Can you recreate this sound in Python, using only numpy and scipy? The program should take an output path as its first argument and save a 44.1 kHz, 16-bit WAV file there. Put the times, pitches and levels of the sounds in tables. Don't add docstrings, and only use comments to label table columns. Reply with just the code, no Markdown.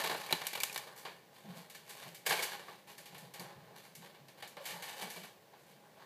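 import sys
import numpy as np
from scipy import signal
from scipy.fft import rfft, irfft
from scipy.io import wavfile
from scipy.ndimage import uniform_filter1d

SR = 44100
rng = np.random.default_rng(int(sys.argv[2]) if len(sys.argv) > 2 else 0)


def wav_record(signal):
    frames = np.transpose(np.atleast_2d(signal))
    bounded = np.clip(frames, -1, 1)
    quanta = np.round(bounded * 32767).astype(np.int16)
    wavfile.write(sys.argv[1], SR, quanta)


N = 266937

# time_s, distance_m
DISTANCE = [(0, 0.52), (.78, 0.54), (1.05, 2.2), (6, 1.6)]
# start_s, level_db, hardness_db, decay_s (time to fall 60 dB)
KNOCKS = [(.013, -41, 0, 0.037), (0.038, -37, -0.5, 0.074), (.073, -36.5, 0.5, 0.026),
          (0.096, -37, -4.5, 0.06), (0.109, -38.5, -5.5, 0.13), (0.146, -43, -8, 0.066),
          (.199, -47, -2, .037), (0.262, -48.5, 3, 0.045), (0.3066, -39.5, -2, 0.078),
          (.3256, -29.5, 4, 0.019), (.416, -40.5, -2.5, 0.033), (.468, -37.5, 10.5, 0.023),
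          (0.5315, -41, 3, 0.036), (.552, -38.5, 0.5, 0.046), (.574, -43, -1.5, 0.055),
          (.602, -40, 7, 0.036), (.619, -54, 12, .03), (0.6341, -30.5, 7.5, 0.016), (.697, -50, 3, .012),
          (.727, -56, 17, 0.02), (.744, -53.5, 15, .035), (.76, -36.5, 0, 0.019), (.777, -40.5, 8, 0.022),
          (.868, -54.5, -5.5, 0.13), (1.051, -46, -5, 0.02), (1.698, -55, 5.5, 0.029),
          (1.747, -51.5, 2.5, 0.027), (1.891, -53, 7, .08), (2.021, -53, -3, 0.07),
          (2.145, -54.5, 7.5, 0.037), (2.518, -49.5, 1.5, 0.022), (2.594, -50, -4.5, 0.025),
          (2.682, -53.5, -8.5, 0.022), (2.979, -53, 5, 0.041), (3.056, -56, 6, 0.03), (3.145, -53, -1, .03),
          (3.18, -57.5, 8.5, 0.027), (3.337, -53, 6.5, 0.046), (3.396, -53, 10, 0.016),
          (3.951, -55.5, 9, .028), (4.146, -60.5, -5, .025), (4.283, -59, 3.5, .02),
          (4.423, -46.5, -2.5, 0.038), (4.475, -61.5, 12.5, 0.026), (4.568, -50, -5.5, 0.017),
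          (4.653, -44.5, 4.5, .07), (4.704, -46.5, 1, 0.056), (4.823, -46.5, 2, 0.031),
          (5.024, -51.5, -1.5, 0.12), (5.101, -51, 9, .025), (5.158, -50.5, 0.5, 0.09),
          (5.234, -51, -0.5, 0.046), (5.533, -65.5, -11, .05), (5.711, -66, 3, 0.039)]
def knocks(equal_echo_m=1.23, rise_share_at_1m=0.018, blur_power=1.45):
    out = np.zeros(N)
    for start_s, level_db, hardness_db, decay_s in KNOCKS:
        distance_m = np.interp(start_s, *np.transpose(DISTANCE))
        echo_db = 20 * np.log10(distance_m / equal_echo_m)
        rise_share = rise_share_at_1m * distance_m ** blur_power
        add(out, start_s, hit(level_db, hardness_db, decay_s, echo_db, rise_share))
    return out


# start_s, level_db, hardness_db
CLATTER_HITS = [(2.262, -33.5, 4.5), (2.268, -42.5, 5), (2.293, -37.5, 6.5), (2.306, -32.5, -2),
                (2.321, -35, 0.5), (2.391, -42.5, 0.5), (2.423, -37, 4.5), (2.432, -42.5, 8.5)]
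# pitch_hz, width_hz, gain_db
CLATTER_RESONANCES = [(454, 37, -2), (764, 17, -9), (880, 22, -1), (1640, 48, 4), (2200, 25, -7),
                      (2160, 20, -9)]
def clatter(decay_s=0.048, lowest_hz=340):
    hits = np.zeros(N)
    for start_s, level_db, hardness_db in CLATTER_HITS:
        blow = hit(level_db, hardness_db, decay_s, echo_db=-1.5, rise_share=0.093,
                   body_db=-2, tick_db=-6.5)
        add(hits, start_s, blow)
    return resonate(band(hits, lowest_hz, 22000), CLATTER_RESONANCES)


# start_s, pitch_hz, peak_db
RINGS = [(0.295, 2320, -36), (0.5518, 2310, -34), (.607, 2330, -31), (.6974, 2450, -39), (1.748, 1760, -51),
         (2.392, 2250, -31), (2.519, 1680, -39), (2.683, 1155, -45), (3.396, 4600, -39.5),
         (4.424, 1770, -47), (4.572, 579, -47), (4.604, 549, -45), (5.024, 760, -41.5), (5.535, 820, -58)]
def ringing_things(decay_cycles=59):
    out = np.zeros(N)
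    for start_s, pitch_hz, peak_db in RINGS:
        add(out, start_s, room(note(pitch_hz, peak_db, decay_cycles / pitch_hz), echo_db=-12))
    return out


# pitch_hz, peak_db, decay_s
TABLE_NOTES = [(94, -56, 0.071), (173, -40.5, 0.11), (265, -41, 0.068), (366, -35.5, 0.054),
               (634, -37, 0.028), (867, -24.5, .023), (3980, -20, 0.015)]
def table_bump(start_s=0.3262):
    out = np.zeros(N)
    chord = sum(note(*row) for row in TABLE_NOTES)
    add(out, start_s, room(band(chord, 88, 9000, order=2), echo_db=-17))
    return out


# start_s, pitch_hz, boom_db, scuff_db
FOOTSTEPS = [(.101, 168, -64, -55), (1.439, 182, -53.5, -58), (1.475, 178, -46.5, -60),
             (1.549, 179, -55, -60.5), (2.049, 153, -55.5, -56), (2.291, 168, -51, -58),
             (3.12, 162, -56, -57), (3.221, 166, -53, -57), (3.389, 154, -51, -50), (3.55, 100, -61, -70),
             (3.559, 160, -55.5, -59.5), (3.701, 168, -63, -57.5), (3.97, 164, -56, -70),
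             (4.19, 151, -58, -66), (4.722, 178, -56, -60), (5.02, 186, -50.5, -50), (5.159, 187, -52, -52),
             (5.719, 169, -66.5, -76)]
def footsteps(width_hz=48, boom_decay_s=0.34, scuff_decay_s=0.28, rise_share=0.043, size=22000):
    out, t = np.zeros(N), np.arange(size) / SR
    for start_s, pitch_hz, boom_db, scuff_db in FOOTSTEPS:
        push, grit = rng.standard_normal((2, size))
        boards = band(push, pitch_hz - width_hz / 2, pitch_hz + width_hz / 2, order=2)
        boards = signal.hilbert(boards)[::-1]
        boom = boards.real / np.sqrt(abs(boards) + 1e-9)
        floor = boom * rise_and_fall(t, boom_decay_s, rise_share)
        sole = coloured(band(grit, 250, 770, order=2)) * rise_and_fall(t, scuff_decay_s, rise_share)
        add(out, start_s, amp(boom_db) * unit_burst(floor) + amp(scuff_db) * unit_burst(sole))
    return band(out, 115, 3700, order=2)


# time_s, dull_db, crisp_db
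CLOTHES_LEVELS = [(0.0, -40, -42), (0.128, -46.5, -46.5), (0.362, -50, -53.5), (0.5, -56.5, -49.5),
                  (0.636, -55, -55), (0.806, -55, -55), (0.964, -58.5, -67), (1.124, -64, -64),
                  (1.25, -68, -76)]
def clothes():
    return room(long_rub(CLOTHES_LEVELS, dull_db=-2, rasp_db=-0.5, fizz_db=-6.5), echo_db=-6.5)


# start_s, length_s, level_db, crispness_db
RUBS = [(.96, 0.02, -58, 8), (1.317, 0.11, -66, 1.5), (1.44, 0.17, -61, -2.5), (1.55, 0.038, -63.5, 7.5),
        (1.824, 0.26, -57.5, 2), (2.247, 0.17, -44.5, 0.5), (2.433, 0.12, -53, -2), (2.603, 0.16, -63.5, 0),
        (2.868, 0.042, -59, 2.5), (2.954, 0.31, -64.5, 0), (3.32, 0.18, -59.5, -6), (3.55, 0.22, -70, -6),
        (3.753, 0.035, -60, 3), (3.83, 0.024, -61, 3), (4.007, 0.06, -60, -1.5), (4.37, 0.045, -61.5, -1),
        (5.55, 0.16, -75.5, 7), (5.834, 0.016, -72, -10.5), (5.959, 0.083, -66.5, -7)]
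def short_rubs(stir_db=-74, stir_crispness_db=-5, dull_db=-1, fizz_db=-6, rise_share=0.27, decay_s=0.27):
    t = np.arange(N) / SR
    gains = band_gains(stir_db, stir_crispness_db, dull_db, fizz_db)[:, None]
    for start_s, length_s, level_db, crispness_db in RUBS:
        rise = np.clip((t - start_s) / (rise_share * length_s), 0, 1)
        fall = amp(-60 * np.maximum(t - start_s - length_s, 0) / decay_s)
        rub_gains = band_gains(level_db, crispness_db, dull_db, fizz_db)[:, None]
        gains = np.hypot(gains, rub_gains * rise * fall)
    return room((gains * friction()).sum(0), echo_db=-5)


# time_s, dull_db, crisp_db
SCRAPE_LEVELS = [(4.62, -59, -56.5), (4.666, -54.5, -45), (4.812, -50, -54.5), (4.826, -54, -46.5),
                 (4.954, -53.5, -51), (5.03, -47.5, -43), (5.068, -56.5, -54), (5.25, -65.5, -53),
                 (5.36, -84, -87)]
# pitch_hz, width_hz, gain_db
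SCRAPE_RESONANCES = [(870, 110, -4.5), (1790, 92, -9.5), (3030, 130, -4)]
def scrape():
    rub = long_rub(SCRAPE_LEVELS, dull_db=-4, rasp_db=-6, fizz_db=-9.5)
    return room(resonate(rub, SCRAPE_RESONANCES), echo_db=-2.5)


# pitch_hz, relative_db
ROOM_TONE = [(30, -27), (70, -19), (135, 3.5), (190, 3.5), (270, -4.5), (550, 1.5), (900, -10), (1300, -16),
             (2200, -12), (5000, -17.5), (9500, -22), (14500, -19)]
def room_murmur(level_db=-64):
    gains = amp(look_up(ROOM_TONE, np.fft.rfftfreq(N, 1 / SR)))
    return amp(level_db) * unit(irfft(rfft(rng.standard_normal(N)) * gains, N))


# pitch_hz, decay_s
ECHO_DECAY = [(150, 0.4), (800, 0.32), (3000, 0.36), (7000, 0.35), (14000, 0.26)]
def echo_tail(size=24576, build_up_s=0.0019):
    t = np.arange(size) / SR
    reflections = rng.choice([-1., 1.], size) * (rng.random(size) < .3) * (1 - np.exp(-t / build_up_s))
    hz, frame_s, spectrum = signal.stft(reflections, SR, nperseg=256)
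    fade = amp(-60 * frame_s / look_up(ECHO_DECAY, hz)[:, None])
    echoes = signal.istft(spectrum * fade, SR, nperseg=256)[1]
    return echoes / np.linalg.norm(echoes)


def room(x, echo_db):
    return x + amp(echo_db) * signal.fftconvolve(x, echo_tail())[:len(x)]


# pitch_hz, gain_db
SHARED_TONE = [(40, -40), (110, -16), (175, -2.5), (260, -16), (350, -3.5), (450, -0.5), (640, -0.5),
               (1130, 1), (1300, -8), (1550, -0.5), (4600, -0.5), (5300, -7), (13500, -11.5), (15500, -8)]
# pitch_hz, width_hz, gain_db
SHARED_RESONANCES = [(831, 48, 5.5), (1768, 105, 6), (2280, 200, 8.5), (2897, 200, 4), (4020, 170, -0.5),
                     (4740, 40, 4), (11900, 2000, 5)]
def coloured(x, size=4096):
    hz = np.fft.rfftfreq(size, 1 / SR)
    peaks_db = sum(db / (1 + (2 * (hz - pitch) / width) ** 2) for pitch, width, db in SHARED_RESONANCES)
    gain_db = look_up(SHARED_TONE, hz) + peaks_db
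    log_gain = np.log(amp(np.r_[gain_db, gain_db[-2:0:-1]]))
    taps = np.fft.ifft(np.exp(np.conj(signal.hilbert(log_gain)))).real
    return signal.fftconvolve(x, taps[:size // 2])[:len(x)]


def hit(level_db, hardness_db, decay_s, echo_db, rise_share, body_db=-3, tick_db=-6, size=24576):
    t = np.arange(size) / SR
    force = rise_and_fall(t, decay_s, rise_share)
    bounce = amp(-7) * np.interp(t - 0.0038, t, force)
    force = np.hypot(force, bounce)
    force /= np.linalg.norm(force)
    direct = force * rng.choice([-1., 1.], size)
    echo = amp(echo_db) * echo_tail(size) * np.sqrt(np.cumsum(force ** 2))
    gains = band_gains(level_db, hardness_db, body_db, tick_db)
    return sum(gain * unit_burst(part) for gain, part in zip(gains, three_bands(direct + echo)))


def note(pitch_hz, peak_db, decay_s, rise_share=0.031, size=16000):
    t = np.arange(size) / SR
    strength = rise_and_fall(t, decay_s, rise_share)
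    return amp(peak_db) * strength / strength.max() * np.sin(2 * np.pi * pitch_hz * t)


def friction(slips_per_s=1800, spread_db=2.0, clump_db=2):
    grip = unit(uniform_filter1d(uniform_filter1d(rng.standard_normal(N), size=400), size=300))
    sizes = amp(spread_db * np.minimum(rng.exponential(1, N), 4) + clump_db * np.clip(grip, -2, 2))
    slips = sizes * rng.choice([-1., 1.], N) * (rng.random(N) < slips_per_s / SR)
    return np.array([unit(part) for part in three_bands(slips)])


def long_rub(curve, dull_db, rasp_db, fizz_db, fade_s=0.029):
    t = np.arange(N) / SR
    times_s, *levels_db = np.transpose(curve)
    dull, crisp = (amp(np.interp(t, times_s, db)) for db in levels_db)
    rub, rasp, fizz = friction()
    moving = np.clip(1 + np.minimum(t - times_s[0], times_s[-1] - t) / fade_s, 0, 1)
    return moving * (amp(dull_db) * dull * rub + crisp * (amp(rasp_db) * rasp + amp(fizz_db) * fizz))


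def resonate(x, resonances):
    return x + sum(amp(db) * signal.lfilter(*signal.iirpeak(hz, hz / width, SR), x)
                   for hz, width, db in resonances)


def three_bands(x):
    x = coloured(x)
    return band(x, 41, 1500), band(x, 1556, 4400), band(x, 5790, 14100)


def band_gains(level_db, hardness_db, body_db, tick_db):
    return amp([level_db + body_db - 0.97 * hardness_db, level_db, level_db + tick_db + hardness_db])


def rise_and_fall(t, decay_s, rise_share):
    return (1 - np.exp(-t / (rise_share * decay_s))) * amp(-60 * t / decay_s)


def band(x, low_hz, high_hz, order=3):
    edges_hz = [low_hz, min(high_hz, .49 * SR)]
    return signal.sosfilt(signal.butter(order, edges_hz, "band", fs=SR, output="sos"), x)


def amp(db):
    return 10 ** (np.asarray(db) / 20)


def unit(x):
    return x / np.sqrt(np.mean(x ** 2) + 1e-20)


def unit_burst(x, size=300):
    return x / np.sqrt(uniform_filter1d(x ** 2, size).max() + 1e-20)


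def look_up(table, hz):
    pitches_hz, values = np.transpose(table)
    return np.interp(np.log(hz + 1), np.log(pitches_hz + 1), values)


def add(mix, start_s, sound):
    part = mix[max(round(start_s * SR), 0):][:len(sound)]
    part += sound[:len(part)]


def scene():
    impacts = knocks() + clatter() + ringing_things() + table_bump() + footsteps()
    return (impacts + clothes() + short_rubs() + scrape() + room_murmur())[None]


def record(dry, cutoff_hz=15450):
    low_pass = signal.firwin(511, cutoff_hz, window=("kaiser", 9), fs=SR)
    return signal.oaconvolve(dry, low_pass[None], "same")


dry = scene()
out = record(dry)
wav_record(out)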